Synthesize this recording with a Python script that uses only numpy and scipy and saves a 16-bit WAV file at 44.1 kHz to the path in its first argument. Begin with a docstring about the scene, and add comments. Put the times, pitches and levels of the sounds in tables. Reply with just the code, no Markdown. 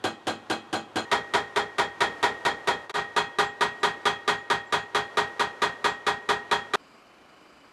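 """In a rock trench, an excavator's hydraulic breaker hammers about 4.5 blows a second over its diesel.
Each impact excites the same modes of chisel and housing and scatters off the same trench walls,
so one blow closely resembles the next. High steel clinks sound now and then, one of them the chisel.
The breaker is heard from the side, then from the front, where the level dips briefly. The hammering
is cut off in mid-blow, and idling machines remain, with oil whistling through a valve."""
import sys
import numpy as np
from scipy import signal
from scipy.fft import rfft, irfft
from scipy.io import wavfile
from scipy.ndimage import uniform_filter1d

SR = 44100
rng = np.random.default_rng(int(sys.argv[2]) if len(sys.argv) > 2 else 0)


def wav_record(signal):
    """Record a signal, one row per channel, as 16-bit PCM in the file named by sys.argv[1]."""
    frames = np.transpose(np.atleast_2d(signal))
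    bounded = np.clip(frames, -1, 1)
    # unit amplitude maps onto the largest positive 16-bit level
    quanta = np.round(bounded * 32767).astype(np.int16)
    wavfile.write(sys.argv[1], SR, quanta)


N = 340452
TIME = np.arange(N) / SR
AGE = np.arange(24000) / SR  # seconds since an impact
SIDE, FRONT = 0, 1  # listening places


def undb(db):
    """Amplitude ratio: tenfold for every 20 dB."""
    return 10 ** (np.asarray(db) / 20)


def fade(t, t60):
    """Damping: exponential decay by 60 dB in t60 seconds."""
    return np.exp(-np.log(1000) * t / t60)


def across(size, hz, values):
    """Interpolation in log frequency onto the bins of a transform of this size."""
    return np.interp(np.log(np.fft.rfftfreq(size, 1 / SR) + 1), np.log(hz), values)


def colour(white, hz, db):
    """Spectral shaping: unit white noise takes on a density in dB per Hz."""
    size = white.shape[-1]
    return irfft(rfft(white) * undb(across(size, hz, db)), size) * np.sqrt(SR / 2)


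def walk(rate_hz):
    """Slow random modulation: held values, smoothed twice, with unit spread."""
    hold = int(SR / rate_hz)
    steps = np.repeat(rng.standard_normal(N // hold + 1), hold)
    slow = uniform_filter1d(uniform_filter1d(steps, hold), hold)[:N]
    return slow / slow.std()


def tone(hz, waver):
    """Frequency modulation: a machine's tone wavers with its speed."""
    pitch_hz = hz * (1 + waver * walk(16))
    return np.sqrt(2) * np.sin(2 * np.pi * np.cumsum(pitch_hz) / SR)


def hiss(hz, width_hz):
    """Resonance narrows white noise to one band, near unit level."""
    q = hz / width_hz
    noise = signal.lfilter(*signal.iirpeak(hz, q, fs=SR), rng.standard_normal(N))
    return signal.lfilter(*signal.iirpeak(hz, q / 2, fs=SR), noise) * np.sqrt(SR / (2 * width_hz))


def oil_valve(ramp_s=.025):
    """Flow noise: each spurt of oil excites the resonances of a valve."""
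    # valve resonances: pitch_hz, width_hz, relative_db
    resonances = [(4840, 130, 0), (7550, 770, -7)]
    # spurts of oil: start_s, end_s, level_db
    spurts = [(6.78, 7.03, -70.5), (7.06, 7.1, -69), (7.28, 7.75, -72)]
    whistle = sum(undb(db) * hiss(hz, width) for hz, width, db in resonances)
    flow = sum(undb(db) * np.clip(np.minimum(TIME - start, end - TIME) / ramp_s, 0, 1)
               for start, end, db in spurts)
    return whistle * flow


def idling(knock_hz=26, knock_depth=.1, whine_db=-1, pump_hz=2990, pump_db=-70):
    """Idling diesels knock, modulating their noise; rotating gears and a pump add narrow whines."""
    # noise of machines at idle: frequency_hz, density_db_per_hz
    spectrum = [(25, -104), (60, -95), (120, -93.5), (290, -83.5), (450, -88), (700, -86.5), (930, -90),
                (1100, -85.5), (2000, -94.5), (2400, -92), (3400, -103), (4400, -100.5), (5600, -107),
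                (14000, -121)]
    # gear whines: pitch_hz, relative_db
    gears = [(290.7, -79), (742.9, -74), (1071, -74), (1270, -74), (2363, -74)]
    noise = colour(rng.standard_normal(N), *np.transpose(spectrum))
    knock = 1 + knock_depth * tone(knock_hz, waver=.047)
    whines = sum(undb(db + 2 * walk(6)) * tone(hz, waver=.003) for hz, db in gears)
    pump = undb(pump_db) * hiss(pump_hz, width_hz=120)
    return noise * knock + undb(whine_db) * whines + pump + oil_valve()


def diesel(place, firing_hz=103, firing_db=-68.5, throb=.056, waver_db=-1.55):
    """Periodic combustion gives a firing tone and modulates the amplitude of the engine's roar."""
    # roar under load: frequency_hz, side_db_per_hz, front_db_per_hz
    spectrum = [(25, -100, -116), (55, -101, -97), (116, -85, -96), (366, -80.5, -76.5), (1250, -82, -81),
                (2010, -92.5, -89), (3770, -95.5, -97), (4940, -104, -101), (7000, -107, -105),
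                (9700, -114, -112), (13200, -122, -121)]
    hz, *db = np.transpose(spectrum)
    firing = tone(firing_hz, waver=.0069)
    roar = colour(rng.standard_normal(N), hz, db[place]) * (1 + throb * firing)
    return roar * undb(waver_db * walk(2.98)) + undb(firing_db) * firing


def clinks(t60=.18, rise_s=.0017, split_hz=22, faint_count=8):
    """Beating of two close modes: high steel clinks, one of them the chisel ringing out after a blow."""
    # the louder clinks, the second being the chisel: start_s, pitch_hz, level_db
    loud = [(.76, 6950, -44), (.99, 6930, -44), (3.445, 7470, -56), (4.785, 6990, -52), (5.89, 7470, -49)]
    faint_s = rng.uniform(2.4, 5.7, faint_count)
    faint_hz = rng.choice((6990, 7470), faint_count)
    faint_db = -62 + 4 * rng.standard_normal(faint_count)
    envelope = fade(AGE, t60) * (1 - np.exp(-AGE / rise_s))
    out = np.zeros(N + len(AGE))
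    for t, hz, db in loud + list(zip(faint_s, faint_hz, faint_db)):
        pair = np.sin(2 * np.pi * hz * AGE) + .3 * np.sin(2 * np.pi * (hz + split_hz) * AGE)
        start = int(t * SR)
        out[start:start + len(AGE)] += undb(db) * pair * envelope
    return out[:N]


def site_echo(x, echo_db=-25, t60=1.0, rise_s=.14, dull_hz=3000):
    """Reverberation: machines and far walls return a dull, faint wash."""
    t = np.arange(SR) / SR
    echo = rng.standard_normal(SR) * fade(t, t60) * (1 - np.exp(-(t / rise_s) ** 2))
    echo = signal.sosfilt(signal.butter(1, dull_hz, fs=SR, output="sos"), echo / np.linalg.norm(echo))
    return undb(echo_db) * signal.fftconvolve(x, echo)[:len(x)]


def scatter(count, drift=.45, grit=.2, memory=.85, t60=.24):
    """Diffuse reflection, a row per blow: the pattern drifts as the chisel sinks, with fresh grit."""
    walls, moving = rng.standard_normal((2, len(AGE)))
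    rows = []
    for step, fresh in rng.standard_normal((count, 2, len(AGE))):
        moving = memory * moving + np.sqrt(1 - memory ** 2) * step
        rows.append(np.sqrt(1 - drift ** 2 - grit ** 2) * walls + drift * moving + grit * fresh)
    # the reflections share their energy evenly over all pitches
    window = fade(AGE, t60)
    power = uniform_filter1d(np.mean(abs(rfft(rows * window)) ** 2, axis=0), size=25)
    return irfft(rfft(np.array(rows)) / np.sqrt(power / np.sum(window ** 2)))


def overtones(spread_db=2.8, spacing_hz=70, from_hz=1500):
    """High modal density: crowded resonances of the steel put peaks and dips across the treble."""
    hz = np.fft.rfftfreq(len(AGE), 1 / SR)
    centres = np.arange(0, SR / 2, spacing_hz)
    gain = np.interp(hz, centres, undb(spread_db * rng.standard_normal(len(centres))))
    return np.where(hz > from_hz, gain / np.sqrt(uniform_filter1d(gain ** 2, size=500)), 1)


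def clatter(count, place, direct=.22, hold_s=.011, crack_s=.0021, contact_s=.0006):
    """Direct sound arrives at once; wall reflections build up, hold and decay, the treble first."""
    # clatter of rock and casing: frequency_hz, side_db_per_hz, front_db_per_hz, rise_s, t60_s
    bands = [(25, -92, -94, .015, .35), (50.4, -94, -75, 0.0099, 0.23), (112, -74.5, -68.5, 0.032, 0.29),
             (233, -59, -61.5, 0.0062, 0.3), (686, -56.5, -57, 0.012, 0.19),
             (1360, -60, -54.5, 0.0076, 0.21), (2025, -68.5, -58, 0.00075, 0.25),
             (2960, -66, -66.5, 0.0027, 0.23), (3410, -64.5, -60, 0.0023, 0.21),
             (5560, -76.5, -73.5, 0.0017, 0.2), (7020, -75, -74.5, 0.0022, 0.2),
             (10970, -84.5, -83.5, 0.00093, 0.15), (13700, -99, -99, .0005, 0.16)]
    # contact crack and its reflection from the trench wall: delay_s, side_db, front_db
    cracks = [(.002, -5.5, -6.5), (0.015, -3, -8.5)]
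    hz, *db, rise, t60 = np.transpose(bands)
    spectrum = rfft(colour(scatter(count), hz, db[place])) * overtones()
    body = 0
    for band, rise_s, t60_s in zip(np.eye(len(hz)), rise, t60):
        swell = 1 - (1 - direct) * np.exp(-AGE / rise_s)
        decay = fade(np.maximum(AGE - hold_s - 2 * rise_s, 0), t60_s)
        body = body + swell * decay * irfft(spectrum * across(len(AGE), hz, band))
    spikes = sum(undb(crack_db[place]) * np.exp(-((AGE - delay_s) / crack_s) ** 2)
                 for delay_s, *crack_db in cracks)
    contact = 1 - np.exp(-AGE / contact_s)
    return contact * (body + spikes * irfft(spectrum))


def modes(count, hz, t60, db, onset, vary_db, detune):
    """Superposed damped modes, a row per blow; the chisel seats a little differently each time."""
    phase = rng.uniform(0, 2 * np.pi, len(hz))
    level_draw, seating = rng.standard_normal((count, 2, len(hz))).swapaxes(0, 1)
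    amplitudes = undb(db + vary_db * level_draw) * np.exp(1j * (phase + .42 * seating))
    vibrations = np.exp(2j * np.pi * hz[:, None] * AGE) * fade(AGE, t60[:, None]) * onset
    rings = (amplitudes @ vibrations).imag
    pitch_ratios = 1 + detune * seating[:, 0]
    return np.array([np.interp(AGE * ratio, AGE, ring) for ratio, ring in zip(pitch_ratios, rings)])


def housing(count, place):
    """Modal ringing: the heavy casing clangs, and its larger panels take a moment to build up."""
    # modes of housing and boom: pitch_hz, rise_s, t60_s, side_db, front_db
    resonances = [(104.6, 0.013, 0.2, -37.5, -42.5), (214, 0.0025, 0.14, -41, -41.5),
                  (318, 0.0034, 0.089, -21.5, -51), (387, 0.0015, 0.16, -30, -27.5),
                  (417.3, 0.0035, 0.31, -44, -27.5), (535, 0.007, 0.13, -31.5, -59),
                  (664.6, 0.0082, 0.13, -40, -25.5), (749.5, 0.0083, 0.12, -24, -59),
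                  (805, 0.0078, 0.37, -34.5, -27), (939, 0.01, 0.17, -42, -18.5),
                  (968.3, 0.015, 0.12, -41, -13.5), (1189, 0.0012, 0.11, -44, -25),
                  (1215, 0.0047, 0.18, -60, -25), (1297, 0.0026, 0.24, -42, -27.5),
                  (1438, 0.01, 0.18, -34, -30.5), (1481, 0.015, 0.14, -26, -29),
                  (1540, 0.0031, 0.18, -35, -39), (1610, 0.013, 0.15, -26.5, -54),
                  (1853.8, 0.0034, 0.51, -51, -31.5), (1887, 0.0048, 0.66, -48, -30),
                  (2217, 0.01, 0.21, -61, -34), (2352, 0.011, 0.17, -64, -37.5),
                  (3230, 0.0066, 0.26, -43, -34.5), (3378, 0.0016, 0.27, -51, -38),
                  (3640, 0.0064, 0.11, -52, -35), (3905, 0.00078, 0.13, -55, -34.5)]
    hz, rise, t60, *db = np.transpose(resonances)
    bloom = 1 - np.exp(-(AGE / rise[:, None]) ** 2)
    return modes(count, hz, t60, db[place], bloom, vary_db=1.4, detune=.00047)


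def chisel(count, place, rebound_s=.014, rise_s=.0043, gain_db=4):
    """Contact damping mutes the chisel on the rock; it rings freely once it rebounds."""
    # modes of the free chisel: pitch_hz, t60_s, side_db, front_db
    resonances = [(2528, 0.34, -42, -41), (3277, 0.33, -41.5, -37), (3291, 0.25, -39, -35),
                  (4140, 0.21, -37, -59), (4180, 0.2, -36.5, -36.5), (6120, 0.19, -49, -44.5),
                  (7000, 0.19, -51, -45), (7250, 0.17, -58, -57)]
    hz, t60, *db = np.transpose(resonances)
    freed = 1 - np.exp(-(np.maximum(AGE - rebound_s, 0) / rise_s) ** 2)
    return modes(count, hz, t60, db[place] + gain_db, freed, vary_db=1.5, detune=.0015)


def strokes(first_s, until_s):
    """Blow times, one period of the stroke rate apart, beginning a stroke before first_s."""
    # stroke rate, which follows the oil flow: time_s, rate_hz
    rates = [(.8, 4.358), (1.1, 4.488), (2.9, 4.498), (5.2, 4.467), (6.5, 4.482)]
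    period = lambda t: 1 / np.interp(t, *np.transpose(rates))
    times = [first_s - period(first_s), first_s]
    while times[-1] + period(times[-1]) < until_s:
        times.append(times[-1] + period(times[-1]))
    return np.array(times)


def breaker(run, until_s, place, blow_vary_db=.48, ping_vary_db=1.5, thump_hz=225):
    """Impact excitation: each blow clatters, clangs the housing, pings the chisel, thumps the ground."""
    # how freely the chisel pings as it works into the rock: time_s, gain_db
    freedom = [(.5, 0), (.96, 3.5), (1.12, -1), (5.3, 0.5), (6.7, -2)]
    first_s, strength_db, housing_db, thump_db = run
    times = strokes(first_s, until_s)
    count = len(times)
    ping_draw, blow_draw = rng.standard_normal((count, 2)).T
    ping_db = np.interp(times, *np.transpose(freedom)) + ping_vary_db * ping_draw
    blows = clatter(count, place) + undb(housing_db) * housing(count, place)
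    blows += undb(ping_db)[:, None] * chisel(count, place)
    out = np.zeros(N + 2 * SR)  # a second of margin at each end
    for t, gain, blow in zip(times, undb(strength_db + blow_vary_db * blow_draw), blows):
        start = int((t + 1) * SR)
        out[start:start + len(AGE)] += gain * blow
    out += undb(thump_db) * signal.sosfilt(signal.butter(1, thump_hz, fs=SR, output="sos"), out)
    return (out + site_echo(out))[SR:SR + N]


def after(t, ramp_s=.002):
    """A gain step from 0 to 1, ramped linearly around time t."""
    return np.clip((TIME - t) / ramp_s + .5, 0, 1)


def dip(at_s, fall_s=.076, rise_s=.069):
    """A gain envelope that sinks to silence for a moment and comes back."""
    ramps = np.maximum((at_s - TIME) / fall_s, (TIME - at_s) / rise_s)
    return np.minimum(ramps, 1) ** 1.1


def scene(move_s=1.053, dip_s=2.922, stop_s=6.758):
    """Breaker and diesel superpose: one run from the side, two from the front, then abruptly idle."""
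    # runs of even hammering: start_s, strength_db, housing_db, thump_db
    runs = [(.0394, -1.35, 4, -22), (1.114, 0, 0.3, -13.5), (2.9403, -0.34, 1, -32)]
    moved, resumed, stopped = after(move_s), after(dip_s), after(stop_s)
    side = breaker(runs[0], move_s, SIDE) + diesel(SIDE)
    front = (1 - resumed) * breaker(runs[1], dip_s, FRONT) + resumed * breaker(runs[2], stop_s, FRONT)
    front += diesel(FRONT)
    working = ((1 - moved) * side + moved * front + clinks()) * dip(dip_s)
    return ((1 - stopped) * working + stopped * idling())[None]


def record(dry, ceiling=.72, top_hz=13500):
    """Soft saturation rounds the highest peaks, and a steep low-pass cuts the top."""
    rounded = ceiling * np.tanh(dry / ceiling)
    return signal.sosfilt(signal.ellip(8, .2, 70, top_hz, fs=SR, output="sos"), rounded)


dry = scene()
out = record(dry)
wav_record(out)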